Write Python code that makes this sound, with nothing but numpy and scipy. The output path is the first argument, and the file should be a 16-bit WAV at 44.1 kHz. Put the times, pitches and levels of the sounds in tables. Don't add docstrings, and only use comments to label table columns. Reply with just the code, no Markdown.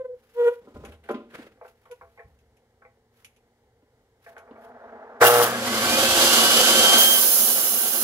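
import sys
import numpy as np
from scipy import signal
from scipy.fft import rfft, irfft
from scipy.io import wavfile

SR = 44100
rng = np.random.default_rng(int(sys.argv[2]) if len(sys.argv) > 2 else 0)


def transcribe(signal):
    frames = np.atleast_2d(signal).T
    limited = np.clip(frames, -1, 1)
    pcm = np.round(limited * 32767).astype(np.int16)
    wavfile.write(sys.argv[1], SR, pcm)


N = 354123
T = np.arange(N) / SR
FREQS = np.fft.rfftfreq(N, 1 / SR)


def undb(db):
    return 10 ** (np.asarray(db) / 20)


def unit(x):
    return x / np.sqrt(np.mean(x ** 2) + 1e-20)


def gate(start, end, fade=0.012):
    return np.clip(1 + np.minimum(T - start, end - T) / fade, 0, 1)


def bell(x, centre, width):
    return np.exp(-((x - centre) / width) ** 2)


def fall(t, t60):
    return np.exp(-np.log(1000) * t / t60)


def envelope(start, rise_s, hold_s, t60):
    rise = np.exp(-(np.maximum(start - T, 0) / rise_s) ** 2)
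    return rise * fall(np.maximum(T - start - hold_s, 0), t60)


def by_hz(table, freqs=FREQS):
    hz, value = np.transpose(table)
    return np.interp(np.log(freqs + 1), np.log(hz), value)


def colour(x, table):
    f = np.fft.rfftfreq(x.shape[-1], 1 / SR) + 1
    low_skirt = 1 + (table[0][0] / f / 1.1) ** 8
    high_skirt = 1 + (f / table[-1][0] / 1.1) ** 8
    response = undb(by_hz(table, f)) / np.sqrt(low_skirt * high_skirt)
    return unit(irfft(rfft(x) * response, x.shape[-1]))


def resonate(x, modes):
    f = np.fft.rfftfreq(x.shape[-1], 1 / SR) + 1
    response = sum(undb(db) / (1 + 1j * (f * f - hz * hz) / (f * width)) for hz, width, db in modes)
    return unit(irfft(rfft(x) * response, x.shape[-1]))


# frequency in Hz, left-right correlation (0-1).
LIKENESS = [(60, .99), (300, 1), (640, 1), (1400, 0.93), (3000, 0.083), (15000, 0.08)]


def noise(size=N):
    alike = np.clip(by_hz(LIKENESS, np.fft.rfftfreq(size, 1 / SR)), 0, 1)
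    mid, side = rfft(rng.standard_normal((2, size))) * np.sqrt([1 + alike, 1 - alike])
    return unit(irfft(np.array([mid + side, mid - side]), size))


def walk(rate):
    return unit(irfft(rfft(rng.standard_normal(N)) / (1 + (FREQS / rate) ** 4), N))


def turn(hz):
    return 2 * np.pi * np.cumsum(hz) / SR


def add(out, s, sound, db):
    i = int(s * SR)
    out[:, i:i + sound.shape[-1]] += undb(db) * sound / np.abs(sound).max()


def room(x, wet_db, t60=.5):
    t = T[:SR // 2]
    tail = noise(size=len(t)) * fall(t, t60) * np.minimum(t / .012, 1)
    tail = unit(tail) / np.sqrt(len(t))
    return x + undb(wet_db) * signal.fftconvolve(x, tail, axes=1)[:, :N]


# frequency in Hz, relative level in dB.
ROOM_TONE = [(15, -59), (25, -19.5), (64, -8), (123, -8.5), (152, -20), (241, -16), (333, -20.5),
             (461, -7.5), (620, -21), (812, -16.5), (1120, -28), (2090, -25.5), (2520, -38), (2970, -33),
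             (15800, -43.5)]
# frequency in Hz, mean amplitude in dB.
ROOM_HUM = [(118, -77), (236, -77), (467, -81)]
ROOM_DB = -66


def room_tone():
    hum = sum(undb(db + 2 * walk(3)) * np.sin(2 * np.pi * hz * T) for hz, db in ROOM_HUM)
    return colour(noise(), ROOM_TONE) * undb(ROOM_DB + 0.41 * walk(4.3)) + hum


# frequency in Hz, relative level in dB.
BLOWER_COLOUR = [(71, -78), (120, -79), (237, -2), (316, -26), (445, 0), (555, -8), (681, 1.5), (754, -9),
                 (807, -1.5), (989, -11), (1620, -12.5), (2610, -34.5), (7000, -50), (9100, -94),
                 (15400, -120)]
BLOWER_ON_S, BLOWER_SPIN_UP_S = 4.29, 0.58
BLOWER_DB, BLOWER_SWELL_DB = -45, 12


def blower():
    speed = np.clip((T - BLOWER_ON_S) / BLOWER_SPIN_UP_S, 0, 1)
    level_db = BLOWER_DB - BLOWER_SWELL_DB * (1 - speed) + walk(51)
    return colour(noise(), BLOWER_COLOUR) * undb(level_db) * gate(BLOWER_ON_S, T[-1])


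# middle in seconds, 1/e half-length in seconds, level in dB before the patchiness.
RUSTLES = [(0.288, 0.13, -71.5), (0.412, 0.061, -56.5), (0.542, 0.045, -58.5), (1.684, 0.039, -64.5),
           (2.036, 0.31, -72), (3.21, 0.065, -67), (4.277, 0.056, -61), (4.646, 0.045, -63.5)]


def rustles(patchy_db=3):
    swell = sum(undb(db) * bell(T, s, length) for s, length, db in RUSTLES)
    hiss = colour(noise(), [(1200, 3), (2600, -2), (4300, -8), (5500, -9.5),
                            (8500, -15), (11300, -6.5), (15000, -12.5)])
    return hiss * swell * undb(patchy_db * walk(50))


def taps(table, spectrum, t60, rise_s, gain_db):
    out, t = np.zeros((2, N)), T[:SR // 3]
    for s, db in table:
        burst = colour(noise(size=len(t)), spectrum) * fall(t, t60) * np.minimum(t / rise_s, 1)
        add(out, s, burst, db + gain_db)
    return room(out, wet_db=-15, t60=0.44)


# start in seconds, peak in dB before the common gain.
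BUMPS = [(0.746, -32), (0.799, -41), (0.868, -35), (1.989, -51), (2.243, -39.5), (2.309, -51),
         (2.419, -49.5)]


def bumps():
    spectrum = [(45, -30), (75, 0), (110, -18.0), (160, -18)]
    return taps(BUMPS, spectrum, t60=0.51, rise_s=0.011, gain_db=-7.0)


# start in seconds, peak in dB before the common gain.
TICKS = [(0.8496, -43.5), (1.1107, -47), (1.6788, -58), (1.9124, -48), (2.3887, -64.5), (2.5681, -64.5),
         (3.246, -43.5), (3.363, -62), (4.2894, -61), (4.3803, -51.5)]
# frequency in Hz, relative level in dB.
TICK_COLOUR = [(590, -56), (1000, -19), (1430, -12), (2060, -5), (2180, 2), (2590, 5), (4490, -13),
               (6560, -5), (7970, -15.5), (11400, -3.5), (15500, -37)]


def ticks():
    return taps(TICKS, TICK_COLOUR, t60=0.097, rise_s=0.00034, gain_db=7)


# start in seconds, peak in dB before the gain, body pitch in Hz, relative treble in dB.
CLACKS = [(0.85, -38.5, 1390, -13), (.919, -41.5, 1410, 2), (1.037, -47, 1460, 2),
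          (1.087, -24.5, 1340, -18), (1.571, -53, 514, -28), (1.611, -35, 674, -39), (1.644, -38, 810, -30),
          (1.853, -45.5, 785, -11), (2.01, -37, 990, -31), (2.173, -41.5, 2080, -27),
          (2.192, -36, 1780, -28), (2.818, -43.5, 1420, -34), (2.847, -43.5, 2070, -32),
          (4.262, -36.5, 1600, -31), (4.364, -34, 1400, -20), (4.475, -43, 690, -33),
          (4.557, -41.5, 700, -30), (4.636, -47, 670, -7)]
# frequency in Hz, width in Hz, relative level in dB.
ARM = [(503, 36, 10), (674, 12.5, 13.5), (822, 54, 6.5), (1090, 66, 1), (1340, 57, -7), (1517, 27, -3),
       (1694, 20, -26), (2120, 38, -10), (2250, 61, -7)]


def clacks(gain_db=0, t60=0.11, body_db=-4, treble_db=-2, rise_s=0.0019):
    out, t = np.zeros((2, N)), T[:SR // 4]
    band = signal.butter(8, [380, 2350], "band", fs=SR, output="sos")
    for s, db, hz, bright_db in CLACKS:
        burst = noise(size=len(t)) * fall(t, t60) * np.minimum(t / rise_s, 1)
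        ring = resonate(burst, ARM) + undb(body_db) * resonate(burst, [(hz, 160, 0)])
        ring = signal.sosfilt(band, ring)
        edge = colour(burst, [(3000, 17.5), (5000, -6), (8000, -3), (11000, 2), (15000, -9)])
        add(out, s, ring + undb(bright_db + treble_db) * edge, db + gain_db)
    return room(out, wet_db=-7.5, t60=0.22)


# end of the rise in seconds, hold in seconds, relative rumble in dB, relative scratch in dB.
SLIDES = [(0.66, 0.038, -52, -74), (0.776, 0.043, -49, -82), (0.874, 0.024, -50.5, -60),
          (1.075, .005, -58, -61), (1.359, 0.017, -45, -44), (1.442, 0.023, -50.5, -57.5)]
# nominal frequency in Hz, relative level in dB, time to fall 60 dB in seconds.
BOARD = [(231, -3, .22), (262, -8, .2), (300, -8, .14), (345, -6, .1), (405, -1, .09), (470, -1, .08),
         (587, -7, .15), (760, -9, .08), (1017, -8, .12), (1238, -14, .12), (1405, -13, .14)]
SLIDE_RISE_S, SLIDE_T60_S = 0.037, 0.32


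def slides(body_db=-3, scratch_db=-3, patchy_db=3):
    body = resonate(noise(), [(hz, 40, db) for hz, db, _ in BOARD[:6]])
    scratch = colour(noise(), [(700, -4), (1500, 11.0), (3000, 1),
                               (7000, -16), (11000, -11.5), (15000, -21)])
    out = np.zeros((2, N))
    for s, hold, low_db, high_db in SLIDES:
        friction = undb(low_db + body_db) * body + undb(high_db + scratch_db) * scratch
        out += envelope(s, SLIDE_RISE_S, hold, SLIDE_T60_S) * friction
    return out * undb(patchy_db * walk(40))


# start in seconds, peak in dB before the gain,
# relative hardness in dB, lift of the modes below 310 Hz in dB.
KNOCKS = [(0.671, -37.5, -27, 1), (0.757, -31.5, -44, 0), (0.836, -33.5, -32, -2), (1.091, -19, -15, -31),
          (1.102, -18, -30, -5.5), (1.142, -24, 1.5, 17), (1.386, -31, -5, 11), (3.82, -53.5, -12, 7),
          (4.507, -34.5, -11, 6)]


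def knocks(gain_db=-1, crack_db=7, crack_t60=0.12):
    out, t = np.zeros((2, N)), T[:SR // 2]
    for s, db, hard_db, deep_db in KNOCKS:
        detune = 1 + 0.016 * rng.standard_normal(len(BOARD))
        ring = np.zeros(len(t))
        for i, ((hz, mode_db, t60), shift) in enumerate(zip(BOARD, detune)):
            sign = (-1) ** i
            mode = np.sin(2 * np.pi * hz * shift * t) * fall(t, t60)
            ring += sign * undb(mode_db + deep_db * (hz < 310)) * mode
        crack = colour(noise(size=len(t)), [(300, 27), (1400, 4.5), (3000, 6), (6000, -15)])
        crack = crack * fall(t, crack_t60)
        blow = (ring + undb(hard_db + crack_db) * crack) * np.minimum(t / 0.0034, 1)
        add(out, s, blow, db + gain_db)
    return room(out, wet_db=-6.5, t60=0.4)


# end of the rise in seconds, hold in seconds, mean pitch in Hz, level in dB before the judder,
# overtones in dB before the edge gain, judder depth (0-1).
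SQUEAKS = [(0.012, 0.046, 512, -29.5, -24, 0.83), (0.103, 0.04, 496.4, -36, -39, 0.28),
           (0.409, 0.075, 480.7, -18.5, -19.5, 0.1), (0.481, 0.0027, 474, -21.5, -10.5, 0.01),
           (.524, .003, 486.4, -29.5, -20, .3), (1.924, 0.0053, 494.4, -38.5, -16, 0.2)]
# frequency in Hz, relative level in dB.
SQUEAK_GRIT = [(700, 1), (1100, 0.5), (2000, -12), (3300, -12.5), (5000, -30.5), (7500, -19.5), (9000, -27),
               (11500, -17), (15000, -44)]
# multiple of the pitch, mean relative level in dB.
OVERTONES = [(2, 0), (3, -6), (4, -11), (5, -20), (6, -22), (7, -20)]
SQUEAK_RISE_S, SQUEAK_T60_S = 0.03, 0.069
JUDDER_HZ = 21


def squeaks(edge_db=1.5, grit_db=-8, jerk_rise_s=0.013):
    pushes = []
    for s, hold, _, db, _, judder in SQUEAKS:
        rise_s = min(jerk_rise_s + hold, SQUEAK_RISE_S)
        throb = 1 - min(judder, 1) * np.sin(np.pi * JUDDER_HZ * (T - s)) ** 2
        pushes.append(undb(db) * envelope(s, rise_s, hold, SQUEAK_T60_S) * throb)
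    pushes = np.array(pushes) + 1e-12
    _, _, pitches, _, overtone_db, _ = np.transpose(SQUEAKS)
    pressure = pushes.sum(axis=0)
    pitch = pitches @ pushes / pressure
    phase = turn(pitch * (1 + .008 * walk(60)))
    overtones = unit(sum(undb(db + 3 * walk(35)) * np.sin(k * phase) for k, db in OVERTONES))
    grit = colour(noise(), SQUEAK_GRIT) * (1 + np.cos(phase)) / 2
    slips = overtones + undb(min(grit_db, 0)) * grit
    out = pressure * np.sqrt(2) * np.sin(phase) + undb(overtone_db + edge_db) @ pushes * slips
    return room(out, wet_db=-13.5, t60=0.3)


SWITCH_ON_S = 5.222
# frequency in Hz, width in Hz, relative level in dB.
STAND = [(72, 14, -13), (98, 15, 5)]


def shudder(level_db=-46, after_s=0.78, length_s=0.3):
    swell = bell(T, SWITCH_ON_S + after_s, length_s) * gate(SWITCH_ON_S, T[-1])
    return undb(level_db) * resonate(noise(), STAND) * swell


MAINS_HZ = 60
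INRUSH_RISE_S, INRUSH_HOLD_S = 0.01, 0.2
# multiple of twice the mains, relative level in dB.
BUZZ = [(1, -21.5), (2, -19), (3, -17), (4, 3.5), (5, -4.5), (6, -5.5), (7, -6), (8, -15), (9, -14),
        (10, -13), (11, -7.5)]
# frequency in Hz, relative level in dB.
RATTLE_COLOUR = [(59, -48), (100, -19), (176, -27.5), (388, -8.5), (460, -10), (534, -12), (695, -4.5),
                 (940, -11.5), (1160, -3.5), (1780, -8.5), (1890, -10.5), (2910, -23), (3200, -24),
                 (4240, -24), (9000, -26), (11700, -63), (19800, -120)]
# frequency in Hz, relative level in dB.
SPARK_COLOUR = [(1760, -37), (3000, 2), (4130, -4), (5890, -3.5), (7940, -7), (10600, 2), (12000, -1.5),
                (13100, -0.5), (15800, -1.5)]
# frequency in Hz, width in Hz, relative level in dB.
START_RING = [(2790, 26, 10), (12650, 150, 3.5), (13200, 70, -13), (14850, 150, -8), (15600, 160, -12)]


def motor_start(buzz_db=-17.5, buzz_t60=0.2, jolt_db=8, jolt_s=0.0063,
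                rattle_db=-21.0, rattle_t60=0.64, backlash_db=9, backlash_s=0.053,
                spark_db=-23.0, spark_t60=0.26, spark_linger_s=0.023,
                flash_db=7.5, flash_after_s=0.044, flash_s=.028,
                throb=0.17, ring_db=-2, ring_t60=0.74, hum_db=-42, hum_t60=7):
    phase = turn(2 * MAINS_HZ * (1 + 0.0018 * walk(12.3)))
    buzz = unit(sum(undb(db) * np.sin(k * phase + rng.uniform(0, 2 * np.pi))
                    for k, (_, db) in enumerate(BUZZ, 1)))
    torque = unit(1 + throb * np.cos(phase))
    rattle = colour(noise() * torque, RATTLE_COLOUR)
    flash_at_s = SWITCH_ON_S + flash_after_s
    ring = resonate(noise(), START_RING) * envelope(flash_at_s, flash_s, 0, ring_t60)
    sparks = colour(noise() * torque, SPARK_COLOUR) + undb(ring_db) * ring
    buzz = buzz * undb(buzz_db + jolt_db * bell(T, SWITCH_ON_S, jolt_s))
    rattle = rattle * undb(rattle_db + backlash_db * bell(T, SWITCH_ON_S, backlash_s))
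    sparks = sparks * undb(spark_db + flash_db * bell(T, flash_at_s, flash_s) + 1.5 * walk(47))
    hum = undb(hum_db) * (np.sin(phase) + 2.04 * np.sin(2 * phase))
    layers = [(buzz, 0, buzz_t60), (rattle, 0, rattle_t60),
              (sparks, spark_linger_s, spark_t60), (hum, 0, hum_t60)]
    return sum(x * envelope(SWITCH_ON_S, INRUSH_RISE_S, INRUSH_HOLD_S + linger, t60)
               for x, linger, t60 in layers)


CUT_START_S = 6.982
LOAD_SAG, SINK_S = .14, .48


def time_in_cut():
    return np.maximum(T - CUT_START_S, 0)


def load():
    return 1 - bell(time_in_cut(), 0, SINK_S)


FREE_HZ, SPIN_FROM_S, SPIN_UP_S = 3348, 5.1255, .63


def fan_rate():
    free = FREE_HZ * (1 - np.exp((SPIN_FROM_S - np.maximum(T, SWITCH_ON_S)) / SPIN_UP_S))
    return free * (1 - LOAD_SAG * load())


FULL_RUSH_HZ = 2810
# frequency in Hz, relative level in dB.
ROAR_COLOUR = [(40, -44), (70, -20), (100, -16.5), (170, -22.5), (238, 3.5), (313, -6.5), (390, 2.5),
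               (463, -5.5), (505, 1.5), (687, -0.5), (904, -4.5), (1130, -5.5), (1540, -0.5), (1820, -8),
               (2400, -6)]
# frequency in Hz, width in Hz, relative level in dB.
HOUSING = [(235, 18.3, -4.5), (349, 35, -20), (503, 34, -0.5), (700, 64, -4.5), (1135, 48, -1),
           (1525, 36, -14)]
# frequency in Hz, relative level in dB.
AIR_COLOUR = [(1060, -69), (1800, -12), (2360, -11), (2500, -10.5), (2840, -1.5), (3020, 2.5), (3790, -1.5),
              (4980, 0.5), (5310, -5), (5810, -0.5), (6850, -5), (7360, -1.5), (8440, -7), (11300, -3.5),
              (15800, -15)]
ROAR_DB, ROAR_DB_PER_OCT, ROAR_DROP_DB, ROAR_DROP_S = -24.5, 10, 14, 0.18
AIR_DB, AIR_DB_PER_OCT, AIR_DROP_DB, AIR_DROP_S = -19, 21, 18, 0.29


def air_rush(fan_hz, phase, housing_db=-7, shake_db=-15, tilt_db=5, flutter_db=1.26):
    growth = np.minimum(np.log2(fan_hz / FULL_RUSH_HZ), 0)
    roar_drop = ROAR_DROP_DB * (1 - np.exp(-time_in_cut() / ROAR_DROP_S))
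    air_drop = AIR_DROP_DB * (1 - np.exp(-time_in_cut() / AIR_DROP_S))
    shake = unit(np.sin(phase / 8) + np.sin(phase / 4))
    roar = colour(noise(), ROAR_COLOUR) + undb(housing_db) * resonate(noise(), HOUSING)
    roar = roar + undb(shake_db + 1.9 * walk(36)) * shake
    air = colour(noise(), AIR_COLOUR)
    top = signal.sosfilt(signal.butter(1, 7000, "high", fs=SR, output="sos"), air)
    air = air + (undb(tilt_db * np.log2(fan_hz / 2950)) - 1) * top
    roar = undb(ROAR_DB + ROAR_DB_PER_OCT * growth - roar_drop) * roar
    air = undb(AIR_DB + AIR_DB_PER_OCT * growth - air_drop) * air
    rush = (roar + air) * undb(flutter_db * walk(32))
    return room(rush, wet_db=-3.0, t60=0.15)


# frequency in Hz, width in Hz, relative level in dB.
GUARD = [(3200, 120, 0)]


def guard_whistle(fan_hz, whistle_db=-29):
    return undb(whistle_db) * resonate(noise(), GUARD) * bell(fan_hz, 2570, 190)


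# fan rate in Hz, 1/e half-width in Hz, lift in dB.
DUCT = [(1640, 80, 11), (2430, 70, 6), (2890, 90, 3), (3175, 80, 4.5)]
WHINE_DB, WHINE_DB_PER_OCT, WHINE_DIP_DB = -30.5, 15, 18


def fan_whine(fan_hz, phase, choke_load=0.24):
    steady = np.interp(fan_hz, [2600, 3120], [.4, 3.5])

    def partial(multiple):
        fading = np.array([walk(30) + 1j * walk(30) + steady for _ in range(2)])
        return unit(np.real(fading * np.exp(1j * multiple * phase)))

    growth_db = WHINE_DB_PER_OCT * np.log2(fan_hz / FULL_RUSH_HZ)
    dip_db = WHINE_DIP_DB * np.minimum(load() / choke_load, 1) ** 2
    duct_db = sum(db * bell(fan_hz, hz, width) for hz, width, db in DUCT)
    whine = partial(1) + undb(-18) * partial(1 / 2) + undb(-16) * partial(2)
    return undb(WHINE_DB + growth_db - dip_db + duct_db) * whine


def running_saw():
    fan_hz = fan_rate()
    ragged = np.interp(fan_hz, [2000, 2800, 3100], [.014, .004, .0015])
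    phase = turn(fan_hz * (1 + ragged * walk(87.6)))
    saw = air_rush(fan_hz, phase) + guard_whistle(fan_hz) + fan_whine(fan_hz, phase)
    return saw * gate(5.25, T[-1], fade=0.034)


# frequency in Hz, relative level in dB.
BLADE = [(9146, -47), (9464, -49), (9873, -47), (10126, -46), (10546, -46), (10750, -44), (11009, -42),
         (11149, -43), (11364, -42), (11493, -46), (11693, -47), (12112, -47), (12209, -44), (12371, -46),
         (12597, -48), (12915, -52), (13243, -46), (13517, -48), (13744, -47), (13970, -43), (14277, -48),
         (14653, -46), (14906, -49), (15418, -49)]
# frequency in Hz, relative level in dB.
BLADE_LOW = [(3590, -12), (4170, -0.5), (5157, 5), (5610, 2), (6060, 1.5), (6363, 5.5), (6620, -1),
             (7214, -5), (8120, -42)]
# frequency in Hz, relative level in dB.
CHIP_COLOUR = [(5000, -11.5), (7300, 3.5), (8300, -7.5), (9100, 0), (11200, -0.5), (13000, 3.5), (15600, 7)]
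# middle in seconds, 1/e half-length in seconds, extra level in dB.
CATCHES = [(7.01, 0.026, 2.5), (7.358, 0.2, 3.5)]
CUT_DB, CUT_FADE_DB_PER_S = -19, 4.2


def cutting(ring_db=0, low_ring_db=-12, chip_db=-4, tooth_db=-21, wobble=0.075,
            width_hz=42, low_width_hz=65, grain_db=0.54, splinter_db=0.5):
    catch_db = sum(extra_db * bell(T, s, length) for s, length, extra_db in CATCHES)
    level_db = CUT_DB - CUT_FADE_DB_PER_S * time_in_cut() + catch_db
    shaft = turn(fan_rate() / 40)
    teeth = 60 * shaft
    grain = undb(grain_db * walk(23) + splinter_db * walk(650))
    force = unit((1 + wobble * np.sin(shaft)) * grain)
    strikes = noise() * force * (1 + np.cos(teeth))
    high_ring = resonate(strikes, [(hz, width_hz, db) for hz, db in BLADE])
    low_ring = resonate(strikes, [(hz, low_width_hz, db) for hz, db in BLADE_LOW])
    ring = undb(ring_db) * high_ring + undb(low_ring_db) * low_ring
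    chips = undb(chip_db) * colour(noise() * force, CHIP_COLOUR)
    tone = unit(np.array([.5 * walk(6.7) * np.sin(teeth) + walk(30) * np.sin(2 * teeth)
                          for _ in range(2)]))
    return (ring + chips + undb(tooth_db) * tone) * undb(level_db) * gate(CUT_START_S, T[-1])


# frequency in Hz, left minus right in dB.
SAW_PAN = [(200, -0.5), (700, -0.4), (1290, 3.5), (2380, -3), (4400, -1), (8500, -7.5), (15000, -5.5)]


def beam(saw):
    pan = undb(np.outer([1, -1], by_hz(SAW_PAN)) / 2)
    return irfft(rfft(saw) * pan / np.sqrt(np.mean(pan ** 2, axis=0)), N)


def scene():
    handling = rustles() + bumps() + ticks() + clacks() + slides() + knocks() + squeaks()
    saw = beam(running_saw() + cutting())
    return room_tone() + blower() + handling + shudder() + motor_start() + saw


PORT_LAG = 6
TOP_HZ = 15720


def record(dry):
    left = np.pad(dry[0], (PORT_LAG, 0))[:N]
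    clipped = np.clip([left, dry[1]], -1, 1)
    return signal.sosfilt(signal.ellip(12, .2, 90, TOP_HZ, fs=SR, output="sos"), clipped)


dry = scene()
out = record(dry)
transcribe(out)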